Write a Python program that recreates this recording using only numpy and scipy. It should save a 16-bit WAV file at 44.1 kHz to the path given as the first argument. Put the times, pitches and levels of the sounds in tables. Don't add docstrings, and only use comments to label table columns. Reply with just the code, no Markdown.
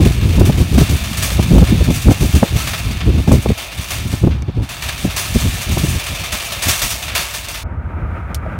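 import sys
import numpy as np
from scipy import signal
from scipy.fft import rfft, irfft
from scipy.io import wavfile
from scipy.ndimage import uniform_filter1d

SR = 44100
rng = np.random.default_rng(int(sys.argv[2]) if len(sys.argv) > 2 else 0)


def transcribe(signal):
    frames = np.atleast_2d(signal).T
    limited = np.clip(frames, -1, 1)
    pcm = np.round(limited * 32767).astype(np.int16)
    wavfile.write(sys.argv[1], SR, pcm)


N = 378812
TIME = np.arange(N) / SR
CUT_S = 7.632
CUTOFF_HZ = 15800

# [frequency_hz, gain_db]
LOT_SPECTRUM = [(20, -15.5), (50, 21.5), (150, -16.5), (300, 1.5), (450, -21), (700, -0.5), (1300, -4.5),
                (2500, -21.5), (5000, -35), (15000, -47)]
# [time_s, level_db]
ROLL_LEVEL = [(0.0, -32), (0.83, -32), (1.02, -29.5), (1.63, -31), (1.8, -30), (2.89, -31.5), (3.05, -34.5),
              (3.99, -32), (4.43, -48), (4.65, -43), (4.88, -31.5), (5.39, -29), (6.45, -28), (6.73, -29),
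              (7.45, -33), (7.62, -48)]
# [frequency_hz, gain_db]
CABIN_SPECTRUM = [(20, -47), (45, -8.5), (75, -1.5), (130, -13), (250, -20), (400, -28.5), (650, -27.5),
                  (1100, -37), (1550, -31.5), (1750, -37.5), (2300, -38), (3000, -51.5), (4500, -65.5),
                  (15000, -73)]
# [frequency_hz, width_hz, gain_db]
CABIN_RESONANCES = [(79.3, 27, -7), (935, 76, 3), (1240, 110, 8.5)]
# [time_s, level_db, tyre_hiss_db]
ROAD_LEVEL = [(7.63, -21.5, -11), (7.85, -24, -0.5), (8.0, -20.5, -3), (8.2, -22, 4), (8.59, -22, 1)]
# [time_s, level_db]
BREEZE_LEVEL = [(0, -16.5), (1.0, -26), (1.4, -16.5), (2.0, -21.5), (2.7, -27.5), (3.2, -14.5), (3.65, -42),
                (4.3, -18), (4.8, -36.5), (5.4, -24.5), (6.1, -34), (7.6, -34)]
# [start_s, hold_s, level_db]
WIND_GUSTS = [(0.0, 0.071, -11), (0.212, 0.18, -16.5), (0.383, 0.095, -10), (0.576, 0.053, -11),
              (0.724, .11, -10), (0.9, 0.06, -12.5), (1.353, 0.018, -14), (1.516, 0.12, -8),
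              (1.691, 0.12, -12), (1.878, 0.026, -14.5), (2.059, 0.048, -7), (2.216, 0.036, -16.5),
              (2.344, 0.02, -6.5), (2.533, 0.029, -12.5), (2.856, 0.072, -21), (3.075, 0.021, -12.5),
              (3.279, .11, -10.5), (3.485, 0.034, -10.5), (3.787, 0.012, -19), (4.224, 0.098, -15.5),
              (4.574, 0.062, -18), (4.862, 0.029, -21.5), (5.038, .035, -21), (5.355, 0.015, -12.5),
              (5.439, 0.048, -13.5), (5.675, 0.3, -18), (6.104, 0.011, -22), (6.204, 0.0091, -26),
              (6.332, 0.011, -21), (6.666, 0.037, -17.5), (6.834, 0.037, -22.5)]
GUST_RISE_S, GUST_FALL_S = 0.016, 0.022
# [frequency_hz, gain_db]
WIND_SPECTRUM = [(12, -55.5), (25, -18), (37, -14), (60, 1.5), (100, -1.5), (170, -10.5), (280, -20.5),
                 (500, -41.5), (1000, -45), (2500, -93)]
# [centre_s, level_db, crest_db]
EDDY_SLAPS = [(0.413, -3.5, -14), (0.498, -6.5, -6), (0.784, -4, -11.5), (0.818, -1.5, -20),
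              (1.396, -5.5, -8.5), (1.585, -10, -4.5), (1.628, -9, -6), (1.726, -6, -26),
              (1.909, -11, -6.5), (2.086, -2.5, -13), (2.115, -19, 7.5), (2.432, -4.5, 0),
              (3.279, -23.5, 7.5), (3.319, -4, -5), (3.462, -16.5, 2.5), (3.505, -8, -14),
              (4.14, -10.5, -22), (4.238, -24, -15), (4.276, -5.5, -12), (4.49, -12.5, -29),
              (4.580, -15, -20), (5.052, -13, -5.5), (5.36, -9, -35), (5.775, -14.5, -3.5),
              (5.845, -7.5, -21)]
CREST_RISE_S = .002
# [start_s, level_db, upper_edge_hz, noise_t60_s]
CLICK_HITS = [(4.4224, -18, 4700, 0.0097), (8.3455, -16.5, 13000, 0.026), (8.35, -25, 10000, 0.056)]
# [pitch_hz, level_db, t60_s]
CLICK_RINGING = [(2250, 2, .045), (3639, -3, .04), (6137, 0, .04), (9060, -3, .035), (11000, -4, .035)]
# [start_s, level_db, t60_s, treble_db]
PAVING_JOLTS = [(0.049, -22, 0.28, 2.5), (0.395, -27, 0.11, 9), (0.452, -23.5, 0.28, 5),
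                (0.777, -20, 0.53, 3), (0.891, -27, 0.55, 6), (1.170, -24, 0.28, 8),
                (1.223, -19.5, 0.47, 7), (1.425, -22, 0.13, 2), (1.670, -22, 0.21, -3),
                (2.120, -40, .2, -4), (2.222, -34, 1, 11), (2.350, -25, 0.3, 7.5), (2.561, -24.5, 1, 3.5),
                (2.670, -17.5, .2, -0.5), (2.733, -17, 0.18, -4), (3.003, -21, 0.16, -17),
                (3.317, -24, 0.27, 6.5), (3.422, -32, 0.16, 8), (3.575, -25, 0.41, 1.5),
                (3.810, -36.5, 0.52, 10), (3.904, -21.5, 0.43, 3.5), (4.073, -39, 0.13, 14),
                (4.115, -29, 0.58, 3.5), (4.308, -30, 0.31, -24), (4.627, -33, .4, -1),
                (4.689, -27.5, 0.95, 2), (4.821, -22.5, 0.34, 1), (4.887, -16, 0.11, -2),
                (5.163, -20, 0.53, 6.5), (5.401, -27, 0.48, 5), (6.037, -35, .18, 12),
                (6.320, -20.5, 0.35, 4), (6.621, -19.5, 0.96, 6), (6.683, -14.5, 0.38, 7.5),
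                (6.817, -16.5, 0.33, 6.5), (6.905, -28.5, 0.51, 11), (7.078, -22.5, 0.4, -4),
                (7.15, -14, 0.47, 2), (7.339, -22.5, 0.26, 5), (7.483, -25.5, 0.44, 4.5),
                (7.541, -25, 0.56, 1)]
JOLT_RISE_S = 0.0034
# [pitch_hz, level_db]
WIRE_MODES = [(2330, 6), (2412, 2), (2562, 1), (2735, 13), (3400, 12.5), (3585, 7.5), (3682, 8), (3811, -7),
              (4371, 11.5), (4595, 10), (5242, 10.5), (5407, 4.5), (5840, 13), (5952, -0.5), (8208, -15.5),
              (9024, 18), (9332, 8), (9530, 17), (11434, -4), (11779, 17), (13781, -16.5), (14618, -18.5),
              (14815, -4)]
WIRE_T60, MESH_T60 = .075, .11
# [frequency_hz, gain_db]
RATTLE_SPECTRUM = [(210, -32), (350, -7), (520, -9.5), (703, -1.5), (851, -12), (1330, -4), (1460, -7.5),
                   (2390, 0), (3030, -7), (3490, -5), (4030, -6.5), (5890, -10), (9630, -15),
                   (10600, -16.5), (15500, -16.5)]
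# [frequency_hz, width_hz, gain_db]
FRAME_RESONANCES = [(686, 120, -8.5), (2360, 640, 12.5), (3490, 110, -1)]
USUAL_ROLL_DB, BRIGHTENING = -33, 0.73


def from_db(db):
    return 10 ** (np.asarray(db) / 20)


def rms_one(x):
    return x / np.sqrt(np.mean(x ** 2) + 1e-20)


def unit_energy(x):
    return x / np.sqrt(np.sum(x ** 2) + 1e-20)


def in_time(rows):
    s, *columns = np.transpose(rows)
    return [np.interp(TIME, s, c) for c in columns]


def add(track, s, sound):
    at = max(0, round(s * SR))
    track[at:at + len(sound)] += sound[:N - at]


def noise(count=N):
    return rng.standard_normal(count)


def butter(x, hz, kind, order=2):
    sos = signal.butter(order, np.minimum(hz, .45 * SR), kind, fs=SR, output="sos")
    return signal.sosfilt(sos, x)


def drift(rate_hz):
    step = 40
    r = np.exp(-2 * np.pi * rate_hz * step / SR)
    slow = signal.lfilter([1], [1, -2 * r, r * r], noise(N // step + 2002))[2000:]
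    return np.interp(np.arange(N) / step, np.arange(len(slow)), rms_one(slow))


def coloured(x, spectrum, size=8192):
    hz, db = np.transpose(spectrum)
    grid = np.maximum(np.arange(size // 2 + 1) * SR / size, 1)
    gain_db = np.interp(np.log(grid), np.log(hz), db)
    cepstrum = irfft(np.log(from_db(gain_db)))
    cepstrum[1:size // 2] *= 2
    cepstrum[size // 2 + 1:] = 0
    response = irfft(np.exp(rfft(cepstrum)))
    return rms_one(signal.fftconvolve(x, response)[:N])


def evened(x, span_s):
    size = max(8, int(span_s * SR))
    power = uniform_filter1d(uniform_filter1d(x ** 2, size), size)
    return x / np.sqrt(power + 1e-9)


def resonate(x, rows):
    out = 0
    for hz, width_hz, db in rows:
        out = out + from_db(db) * signal.lfilter(*signal.iirpeak(hz, hz / width_hz, fs=SR), x)
    return out


def modes(rows, t):
    out = 0
    for hz, db, t60 in rows:
        envelope = from_db(db + rng.normal(0, 1.5) - 60 * t / t60)
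        out = out + envelope * np.sin(2 * np.pi * (hz * t + rng.random()))
    return out


def wheels(lot_db=-38, wheel_db=-14, grit_db=3):
    level_db, = in_time(ROLL_LEVEL)
    growl = rms_one(butter(noise(), [480, 850], "band"))
    growl *= from_db(grit_db * drift(12.0))
    hum = coloured(noise(), LOT_SPECTRUM)
    return from_db(level_db + wheel_db) * growl + from_db(lot_db) * hum


def cabin(bump_db=2, boom_hz=200, hiss_hz=1500):
    level_db, hiss_db = in_time(ROAD_LEVEL)
    road = noise()
    inside = evened(coloured(road + resonate(road, CABIN_RESONANCES), CABIN_SPECTRUM), span_s=0.056)
    bumps = butter(inside, boom_hz, "low", order=1) * (from_db(bump_db * drift(18)) - 1)
    hiss = butter(inside, hiss_hz, "high", order=1) * (from_db(hiss_db) - 1)
    return from_db(level_db) * (inside + bumps + hiss)


def wind_level(puff_db=3.5, puffs_hz=11):
    breeze_db, = in_time(BREEZE_LEVEL)
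    power = from_db(breeze_db + puff_db * np.clip(drift(puffs_hz), -2, 2)) ** 2
    for s, hold_s, db in WIND_GUSTS:
        corners_s = [s - GUST_RISE_S, s, s + hold_s, s + hold_s + GUST_FALL_S]
        shape = np.interp(TIME, corners_s, [0, 1, 1, 0])
        power += (from_db(db) * shape) ** 2
    return 10 * np.log10(power)


def wind(rumble_db=1.5, lump_db=2, flutter_hz=320, flutter_db=-11, flutter_lump_db=5.0,
         growth=2.04, strong_db=-12):
    level_db = wind_level()
    lumps = np.clip(drift(22.8), -2, 2)
    rumble = evened(coloured(noise(), WIND_SPECTRUM), span_s=.025)
    rumble *= from_db(level_db + rumble_db + lump_db * lumps)
    flutter = butter(butter(noise(), flutter_hz, "low", order=3), 120, "high")
    flutter = evened(flutter, span_s=0.022)
    whirl_db = strong_db + growth * np.minimum(level_db - strong_db, 2)
    flutter *= from_db(whirl_db + flutter_db + flutter_lump_db * lumps)
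    return butter(rumble, 25, "high") + flutter


def eddies(width_s=0.0062, body_hz=210, body_db=1, edge_hz=540, edge_db=3, lead_s=0.0022,
           fade_s=0.0039, wake_db=-14, wake_s=0.016):
    body = butter(butter(noise(), body_hz, "low", order=3), 104, "high")
    body = evened(body, span_s=0.012)
    crest = butter(butter(noise(), edge_hz, "low", order=3), 204, "high")
    crest = evened(crest, span_s=.006)
    thud, snap = np.zeros(N), np.zeros(N)
    t = np.arange(-SR // 50, SR // 8) / SR
    rise = np.clip(1 + (t + lead_s) / CREST_RISE_S, 0, 1)
    slap = rise * np.exp(-np.maximum(t + lead_s, 0) / fade_s)
    wake = from_db(wake_db) * np.exp(-np.abs(t) / wake_s) * np.clip(1 - t / t[0], 0, 1)
    for s, db, crest_db in EDDY_SLAPS:
        add(thud, s + t[0], from_db(db + body_db) * np.exp(-.5 * (t / width_s) ** 2))
        add(snap, s + t[0], from_db(db + crest_db + edge_db) * (slap + wake))
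    return thud * body + snap * crest


def small_hits(ring_db=-19, knock_s=8.463, knock_hz=640, knock_db=-15, knock_t60=0.034):
    out, t = np.zeros(N), np.arange(SR // 8) / SR
    for s, db, top_hz, t60 in CLICK_HITS:
        crack = butter(noise(len(t)), 1800, "high") * from_db(-60 * t / t60)
        ringing = from_db(ring_db) * modes(CLICK_RINGING, t)
        add(out, s, from_db(db) * butter(crack + ringing, top_hz, "low"))
    knock = from_db(knock_db - 60 * t / knock_t60) * np.sin(2 * np.pi * knock_hz * t)
    add(out, knock_s, knock)
    return out


def basket_blow(wire_db=-7, mesh_db=1, tick_t60=0.013):
    t = np.arange(SR // 5) / SR
    tick = unit_energy(noise(len(t)) * from_db(-60 * t / tick_t60))
    mesh = unit_energy(noise(len(t)) * from_db(-60 * t / MESH_T60))
    wires = unit_energy(modes([(hz, db, WIRE_T60) for hz, db in WIRE_MODES], t))
    return tick + from_db(mesh_db) * mesh + from_db(wire_db) * wires


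def chatter(contacts_per_s=1200, size_db=1.5, places=4):
    out = np.zeros(N)
    for _ in range(places):
        touches = rng.random(N) < contacts_per_s / places / SR
        sizes = from_db(size_db * np.minimum(rng.exponential(1, N), 4)) * rng.choice([-1, 1], N)
        out += signal.fftconvolve(touches * sizes, basket_blow())[:N]
    return evened(coloured(out, RATTLE_SPECTRUM), span_s=0.015)


def grit_kicks(per_s=24, rise_s=.002, fade_s=0.018, steady=0.43):
    kicks = (rng.random(N) < per_s / SR) * rng.uniform(0.38, 2.26, N)
    fading = signal.lfilter([1], [1, -np.exp(-1 / (fade_s * SR))], kicks + 1e-18)
    keep = np.exp(-1 / (rise_s * SR))
    power = steady + signal.lfilter([1 - keep], [1, -keep], fading)
    return evened(np.sqrt(power), span_s=0.11)


def jolt_power(t, db, t60):
    return np.minimum(t / JOLT_RISE_S, 1) * from_db(db - 60 * t / t60) ** 2


def cart(shake_db=2.5, top_flicker_db=1.95, split_hz=5000, frame_db=-11, clatter_db=-10,
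         clatter_low_hz=600, clatter_high_hz=2100):
    level_db, = in_time(ROLL_LEVEL)
    wires = chatter()
    clash, top_clash = np.zeros(N), np.zeros(N)
    t = np.arange(SR // 2) / SR
    for s, db, t60, treble_db in PAVING_JOLTS:
        add(clash, s, jolt_power(t, db, t60))
        add(top_clash, s, jolt_power(t, db + treble_db, t60))
    shaking = from_db(level_db + shake_db) * grit_kicks()
    dull = butter(wires, split_hz, "low", order=3)
    bright = butter(wires, split_hz, "high", order=3)
    top = from_db(top_flicker_db * drift(7) + BRIGHTENING * (level_db - USUAL_ROLL_DB))
    rattle = dull * np.sqrt(shaking ** 2 + clash)
    rattle += bright * np.sqrt((shaking * top) ** 2 + top_clash)
    frame = evened(resonate(wires, FRAME_RESONANCES), span_s=0.12)
    clatter = rms_one(butter(noise(), [clatter_low_hz, clatter_high_hz], "band"))
    return rattle + frame * from_db(level_db + frame_db) + clatter * np.sqrt(clash) * from_db(clatter_db)


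def scene():
    inside = np.clip((TIME - CUT_S) / .004, 0, 1)
    outdoors = cart() + wheels() + wind() + eddies()
    return ((1 - inside) * outdoors + inside * cabin() + small_hits())[None]


def record(dry):
    sos = signal.ellip(10, .1, 70, CUTOFF_HZ, fs=SR, output="sos")
    return signal.sosfilt(sos, np.clip(dry, -1, 1))


dry = scene()
out = record(dry)
transcribe(out)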